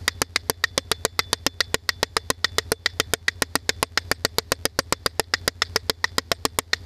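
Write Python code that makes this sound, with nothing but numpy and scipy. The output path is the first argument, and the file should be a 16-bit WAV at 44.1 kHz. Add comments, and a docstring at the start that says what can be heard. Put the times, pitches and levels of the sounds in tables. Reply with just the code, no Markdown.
"""Low throbbing and hammering, about seven blows a second, over a steady hiss: a pneumatic mole
works just behind the rock wall of a small dug pit. A blow that bites thumps the rock face and
cracks grit; one that slips rattles loose stones and rings the steel body instead. Air throbs in
the bore and hisses out between blows. A limiter ducks at loud blows, and the hiss swells partway
back before the next."""
import sys
import numpy as np
from scipy import signal
from scipy.fft import rfft, irfft, next_fast_len
from scipy.io import wavfile
from scipy.ndimage import uniform_filter1d, minimum_filter1d

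SR = 44100
rng = np.random.default_rng(int(sys.argv[2]) if len(sys.argv) > 2 else 0)


def store_wav(level_fs):
    """Save 16-bit WAV to argv[1]."""
    pcm = np.round(np.clip(np.atleast_2d(level_fs), -1, 1) * 32767)
    wavfile.write(sys.argv[1], SR, pcm.T.astype(np.int16))


N = 302085
BLOW_T_S = np.arange(4096) / SR


def from_db(db):
    """Decibels to gain."""
    return 10 ** (np.asarray(db) / 20)


def unit_energy(x):
    """Scale to the energy of 10 ms at rms 1."""
    return x / np.sqrt(np.sum(x ** 2) / (SR / 100) + 1e-20)


def add(out, x, start_s):
    """Mix x into out from start_s on."""
    at = int(round(start_s * SR))
    x, at = x[max(-at, 0):], max(at, 0)
    out[at:at + len(x)] += x[:max(N - at, 0)]


def resonance(x, hz, width_hz):
    """Band-pass, peak gain 1."""
    r = np.exp(-np.pi * width_hz / SR)
    feedback = [1, -2 * r * np.cos(2 * np.pi * hz / SR), r * r]
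    return signal.lfilter(np.array([1, 0, -1]) * (1 - r * r) / 2, feedback, x + 1e-18)


def ring(drive, hz, t60_s):
    """Damped mode: a unit click starts a sine of height 1."""
    r, w = np.exp(-np.log(1000) / (t60_s * SR)), 2 * np.pi * hz / SR
    return signal.lfilter([0, np.sin(w)], [1, -2 * r * np.cos(w), r * r], drive + 1e-18)


def noise(spectrum, shape=(N,)):
    """Noise of rms 1; spectrum rows are (frequency [Hz], relative density [dB])."""
    hz, level_db = np.transpose(spectrum)
    size = next_fast_len(shape[-1])
    bins_hz = np.maximum(np.fft.rfftfreq(size, 1 / SR), 1)
    gain = from_db(np.interp(np.log(bins_hz), np.log(hz), level_db))
    x = irfft(rfft(rng.standard_normal(shape), size) * gain, size)
    return x[..., :shape[-1]] / x.std()


def swell(start_s, rise_s):
    """Envelope: 0 until start_s, 1 after a further rise_s, then decay."""
    u = np.maximum(BLOW_T_S - start_s, 0) / max(rise_s, 1e-5)
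    return u * np.exp(1 - u)


def clicks(times_s, sizes):
    """Train of one-sample clicks."""
    out = np.zeros(N)
    for s, size in zip(times_s, sizes):
        add(out, np.array([size]), s)
    return out


# Piston blows: (time [s], bite [dB]); near 0 lands squarely, near -18 slips
BLOWS = [(0.0786, -15.5), (0.2172, -1), (0.3594, -16.5), (0.4974, -1.5), (0.6385, -18.0), (0.7776, -4.5),
         (0.915, -8.5), (1.0502, -0.5), (1.1913, -12.5), (1.33, -5), (1.4646, 0), (1.6047, -15),
         (1.7432, 0.5), (1.8902, -17), (2.0295, -3.0), (2.1665, -8), (2.302, 1), (2.4438, -17),
         (2.5832, -8.5), (2.7185, 1.5), (2.8593, -18.5), (2.999, -7), (3.1358, 1.0), (3.2809, -18),
         (3.4207, -3.0), (3.5544, -1), (3.6921, -8.5), (3.8279, 0.5), (3.9743, -16.5), (4.1144, -2),
         (4.2489, -3.5), (4.3837, -4.0), (4.519, -1.5), (4.6535, -1), (4.7896, -2), (4.9244, -2.0),
         (5.061, -3.0), (5.1957, 0), (5.3371, -17), (5.4776, -1.5), (5.619, -20), (5.7596, -7), (5.8965, 0),
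         (6.0412, -16), (6.182, -3), (6.3162, -2.5), (6.452, -0.5), (6.5871, 0.5), (6.7317, -17)]
STRIKES_S, BITE_DB = np.transpose(BLOWS)

def bite_level_db(full_bite_db, slope, spread_db):
    """A part's level at each blow: linear in the bite, plus chance."""
    return full_bite_db + slope * BITE_DB + rng.normal(0, spread_db, len(BLOWS))


# Colour drift as the tool works forward:
# (time [s], knock [dB], clack [dB], clink [dB], steel ring [dB], clink pitch [Hz])
ADVANCE = [(0.1, -1.7, -6, -6.5, -0.2, 4820), (1.498, -1.5, 3, 3, 11.5, 4830), (2.2, 1, 0.5, -0.5, 5, 4980),
           (3.1, -3.6, -2, -6.5, 5.5, 4810), (4.2, 3, -4.3, 0.5, -4.5, 4936),
           (5.0, 2, -6, -0.1, -0.5, 4820), (5.7, 0.3, -5.8, 3.5, 0.5, 5130),
           (6.7, -2.3, -0.9, -4.2, -3.5, 4980)]

def advance():
    """Four level offsets and the clink pitch, interpolated to each blow."""
    time_s, *columns = np.transpose(ADVANCE)
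    return [np.interp(STRIKES_S, time_s, column) for column in columns]


# Air and site noise: (frequency [Hz], relative density [dB])
SITE_SPECTRUM = [(25, -34.5), (40, -17.5), (60, 10.5), (130, 9.5), (260, 7), (450, 5.5), (800, 1.5),
                 (1300, -5), (1900, -2.5), (2700, -10), (4700, -1.5), (6000, -11), (7200, -13.5),
                 (9000, -19), (14000, -17.5)]

def site_hiss(db):
    """Steady background of air and site."""
    return from_db(db) * noise(SITE_SPECTRUM)


# Air column behind the tool: (frequency [Hz], width [Hz], level [dB])
BORE_MODES = [(84.3, 10.1, 4.5), (59.7, 6.1, -8), (243, 11, -16), (294, 14, -20.5), (412, 8.8, -19)]

def bore_throb(valve_lead_s, valve_db, recoil_lag_s, recoil_db, soften_hz):
    """The air column throbs twice a cycle: as the piston turns round and as the tool recoils."""
    next_strike_s = STRIKES_S[-1] + np.median(np.diff(STRIKES_S))
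    turns_s = np.append(STRIKES_S, next_strike_s) - valve_lead_s
    puffs = clicks(turns_s, from_db(valve_db + rng.normal(0, 1, len(turns_s))))
    puffs -= clicks(STRIKES_S + recoil_lag_s, np.full(len(BLOWS), from_db(recoil_db)))
    out = np.zeros(N)
    for hz, width_hz, db in BORE_MODES:
        mode = ring(puffs, hz, t60_s=np.log(1000) / (np.pi * width_hz))
        # soft puffs: each mode builds up gradually
        out += from_db(db) * resonance(resonance(mode, hz, soften_hz), hz, soften_hz)
    return out


def throb_ticks(throb, db, spread_db, dull_hz):
    """Faint dull ticks at each trough of the low throb, far louder when it throbs hard."""
    troughs, _ = signal.find_peaks(-throb, distance=SR // 130)
    depth = np.clip(-throb[troughs] / np.abs(throb).max(), 0, 1)
    chance_db = rng.normal(0, spread_db, len(troughs))
    ticks = clicks(troughs / SR, -depth ** 3 * from_db(db + chance_db))
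    band = signal.butter(1, [300, dull_hz], "band", fs=SR, output="sos")
    return signal.sosfilt(band, ticks + 1e-18)


# Hollow of the pit: (frequency [Hz], width [Hz], level [dB])
PIT_MODES = [(190, 120, -17), (266, 48, 10), (444.5, 54.4, 8), (532.5, 70, 6), (671.5, 66, 4),
             (1058, 150, 5)]

def rock_thump():
    """The rock face jumps: one short pressure pulse, prolonged by the hollow of the pit."""
    pulse = -swell(0, rise_s=0.00014 * np.exp(rng.normal(0, 0.2)))
    hollow = sum(from_db(db + rng.normal(0, 3.6)) * resonance(pulse, hz, width_hz)
                 for hz, width_hz, db in PIT_MODES)
    return unit_energy(pulse + hollow)


def stone(hz, t60_s, start_s, rise_s, rough):
    """A stone is shaken into a heavily damped resonance; grinding contacts roughen it."""
    shake = np.sin(2 * np.pi * (hz * BLOW_T_S + rng.random()))
    grind = resonance(rng.standard_normal(len(BLOW_T_S)), hz, hz / 3)
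    drive = swell(start_s, rise_s) * (shake + rough * grind / grind.std())
    return unit_energy(resonance(drive, hz, width_hz=np.log(1000) / (np.pi * t60_s)))


def grit_crack(start_s, rise_s, band_hz):
    """Grit is crushed in about a millisecond, just after the rock moves."""
    crush = rng.standard_normal(len(BLOW_T_S)) * swell(start_s, rise_s) ** 2
    band = signal.butter(1, band_hz, "band", fs=SR, output="sos")
    return unit_energy(signal.sosfilt(band, crush))


# Echoes off the pit walls: (delay [s], gain [ratio])
WALL_ECHOES = [(.0021, 0.43), (.0039, -0.27), (.0052, -0.15), (.0096, -0.068)]
# Sound scattered in the pit: (frequency [Hz], relative density [dB])
SCATTER_SPECTRUM = [(100, -7), (300, -41.5), (500, -10.5), (800, -8.5), (1200, -7.5), (1900, 4.5),
                    (2800, -7.5), (4000, -5.5), (5000, -2), (7000, -9), (10000, -38), (14000, -21.5)]

def hammering(scatter_db, scatter_t60_s, echo_wander, wear_per_s):
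    """Each blow: thump, four ever smaller stones and a crack, then wall echoes and a scattered tail."""
    tail_envelope = from_db(-60 * BLOW_T_S / scatter_t60_s) * np.clip((BLOW_T_S - 0.001) / 0.00083, 0, 1)
    tails = noise(SCATTER_SPECTRUM, (len(BLOWS), len(BLOW_T_S))) * tail_envelope
    wall_lowpass = signal.butter(4, 5500, fs=SR, output="sos")
    knock_drift_db, clack_drift_db, clink_drift_db, _, clink_pitch_hz = advance()
    wear_db = wear_per_s * STRIKES_S * BITE_DB  # as loose grit is used up, bite matters more
    thump_gain = from_db(bite_level_db(-5.5, slope=0.95, spread_db=0.24))
    knock_gain = from_db(bite_level_db(-14, slope=0.069, spread_db=0.79) + knock_drift_db)
    ring_gain = from_db(bite_level_db(-21.5, slope=-0.65, spread_db=1.2))
    clack_gain = from_db(bite_level_db(-18, slope=-0.41, spread_db=1.4) + clack_drift_db)
    clink_gain = from_db(bite_level_db(-13, slope=-0.03, spread_db=1.2) + clink_drift_db)
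    crack_gain = from_db(bite_level_db(-5, slope=0.58, spread_db=1.3) + wear_db)
    out = np.zeros(N)
    for i, strike_s in enumerate(STRIKES_S):
        settling = np.exp(rng.normal(0, [0.14, 0.014, 0.044, 0.025]))  # stones resettle each time
        knock_hz, ring_hz, clack_hz, clink_hz = settling * [1200, 1890, 3900, clink_pitch_hz[i]]
        blow = (
            thump_gain[i] * rock_thump()
            + knock_gain[i] * stone(knock_hz, t60_s=0.0022, start_s=0.0001, rise_s=0.00053, rough=0.82)
            + ring_gain[i] * stone(ring_hz, t60_s=0.012, start_s=0.00061, rise_s=0.00097, rough=0.76)
            + clack_gain[i] * stone(clack_hz, t60_s=0.0017, start_s=0.00021, rise_s=0.00098, rough=5.2)
            + clink_gain[i] * stone(clink_hz, t60_s=0.0057, start_s=0.0006, rise_s=0.00096, rough=3.3)
            + crack_gain[i] * grit_crack(start_s=0.00057, rise_s=0.0005, band_hz=(2140, 8900)))
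        add(out, blow + from_db(scatter_db) * tails[i], strike_s)
        echo = signal.sosfilt(wall_lowpass, blow)
        for delay_s, gain in WALL_ECHOES:
            # each blow leaves the rock at a slightly different spot
            add(out, gain * echo, strike_s + delay_s * np.exp(rng.normal(0, echo_wander)))
    return out


# Steel body: (frequency [Hz], level [dB], t60 [s])
STEEL_MODES = [(3498, 5.5, 0.3), (3580, -8.5, 0.18), (4220, 3.5, 0.11)]

def steel_ring(return_lag_s, return_db, waver):
    """The piston rings the steel body and nudges it again on its way back; the ring wavers."""
    _, _, _, drift_db, _ = advance()
    strike_db = bite_level_db(-49.5, slope=-0.24, spread_db=2.7) + drift_db
    uneven_db = rng.normal(0, 1, (len(BLOWS), len(STEEL_MODES)))
    returns_s = STRIKES_S + return_lag_s + rng.normal(0, 0.0025, len(BLOWS))
    out = np.zeros(N)
    for k, (hz, mode_db, t60_s) in enumerate(STEEL_MODES):
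        sizes = from_db(strike_db + mode_db + uneven_db[:, k])
        hits = clicks(STRIKES_S, sizes) + clicks(returns_s, sizes * from_db(return_db))
        out += ring(hits, hz, t60_s)
    return out * (1 + waver * noise([(20, -2.5), (60, -1.5), (200, -31.0), (2000, -67.5)]))


# High modes of the steel body: (frequency [Hz], level [dB], t60 [s])
PING_MODES = [(7149, -23, 0.4), (8110, 2, 0.085)]

def steel_ping():
    """The body's high modes are hit unevenly from blow to blow."""
    out = np.zeros(N)
    for hz, mode_db, t60_s in PING_MODES:
        sizes = from_db(bite_level_db(-39.5, slope=0.12, spread_db=4.3) + mode_db)
        out += ring(clicks(STRIKES_S, sizes), hz, t60_s)
    return out


# Exhaust air: (frequency [Hz], relative density [dB])
EXHAUST_SPECTRUM = [(1000, -25.5), (1900, 5.5), (2700, -13.5), (3700, 3), (4700, 6.5), (5300, 1.5),
                    (6000, -16), (9000, -21.5), (14000, -54.5)]

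def exhaust(db, lag_s, rise_s, flutter):
    """Air sputters out on the return stroke, most after a blow that slips."""
    flow = np.zeros(N)
    for strike_s, vent_db in zip(STRIKES_S, bite_level_db(-2.5, slope=-0.33, spread_db=2.2)):
        add(flow, from_db(vent_db) * swell(0, rise_s), strike_s + lag_s)
    sputter = np.exp(flutter * noise([(150, -4.0), (400, -16.5), (2000, -58.5)]))
    return from_db(db) * flow * sputter * noise(EXHAUST_SPECTRUM)


def scene():
    """The tool in its pit over a steady hiss, mono."""
    blows = hammering(scatter_db=-4.3, scatter_t60_s=0.034, echo_wander=0.06, wear_per_s=0.13)
    body = steel_ring(return_lag_s=0.047, return_db=-18.5, waver=0.28) + steel_ping()
    throb = bore_throb(valve_lead_s=0.0715, valve_db=-30, recoil_lag_s=0.0068, recoil_db=-31,
                       soften_hz=85)
    vent = exhaust(db=-47, lag_s=0.024, rise_s=0.011, flutter=0.42)
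    hiss = site_hiss(db=-49.5)
    ticks = throb_ticks(throb, db=-15, spread_db=1.5, dull_hz=3000)
    return (hiss + throb + ticks + blows + body + vent)[None]


def limiter(x, limit_db, release_db_per_s):
    """Gain drops just ahead of a loud sound and climbs back in small steps."""
    level_db = 10 * np.log10(np.maximum(uniform_filter1d(x ** 2, size=200), 1e-12))
    excess_db = np.maximum(level_db - limit_db, 0)
    release_db = release_db_per_s * np.arange(N) / SR
    cut_db = np.maximum.accumulate(excess_db + release_db, axis=-1) - release_db
    gain_db = uniform_filter1d(minimum_filter1d(-cut_db, size=260), size=80)  # look-ahead
    stepped_db = gain_db[..., np.arange(N) // 512 * 512]
    return x * from_db(np.minimum(gain_db, stepped_db))


def record(dry):
    """Limiter, rounded peaks, treble cut."""
    ceiling, stopband_hz = 0.72, 14400
    limited = limiter(dry, limit_db=-11, release_db_per_s=60)
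    rounded = limited / (1 + (limited / ceiling) ** 4) ** 0.25
    return signal.sosfiltfilt(signal.cheby2(12, 35, stopband_hz, fs=SR, output="sos"), rounded)


dry = scene()
out = record(dry)
store_wav(out)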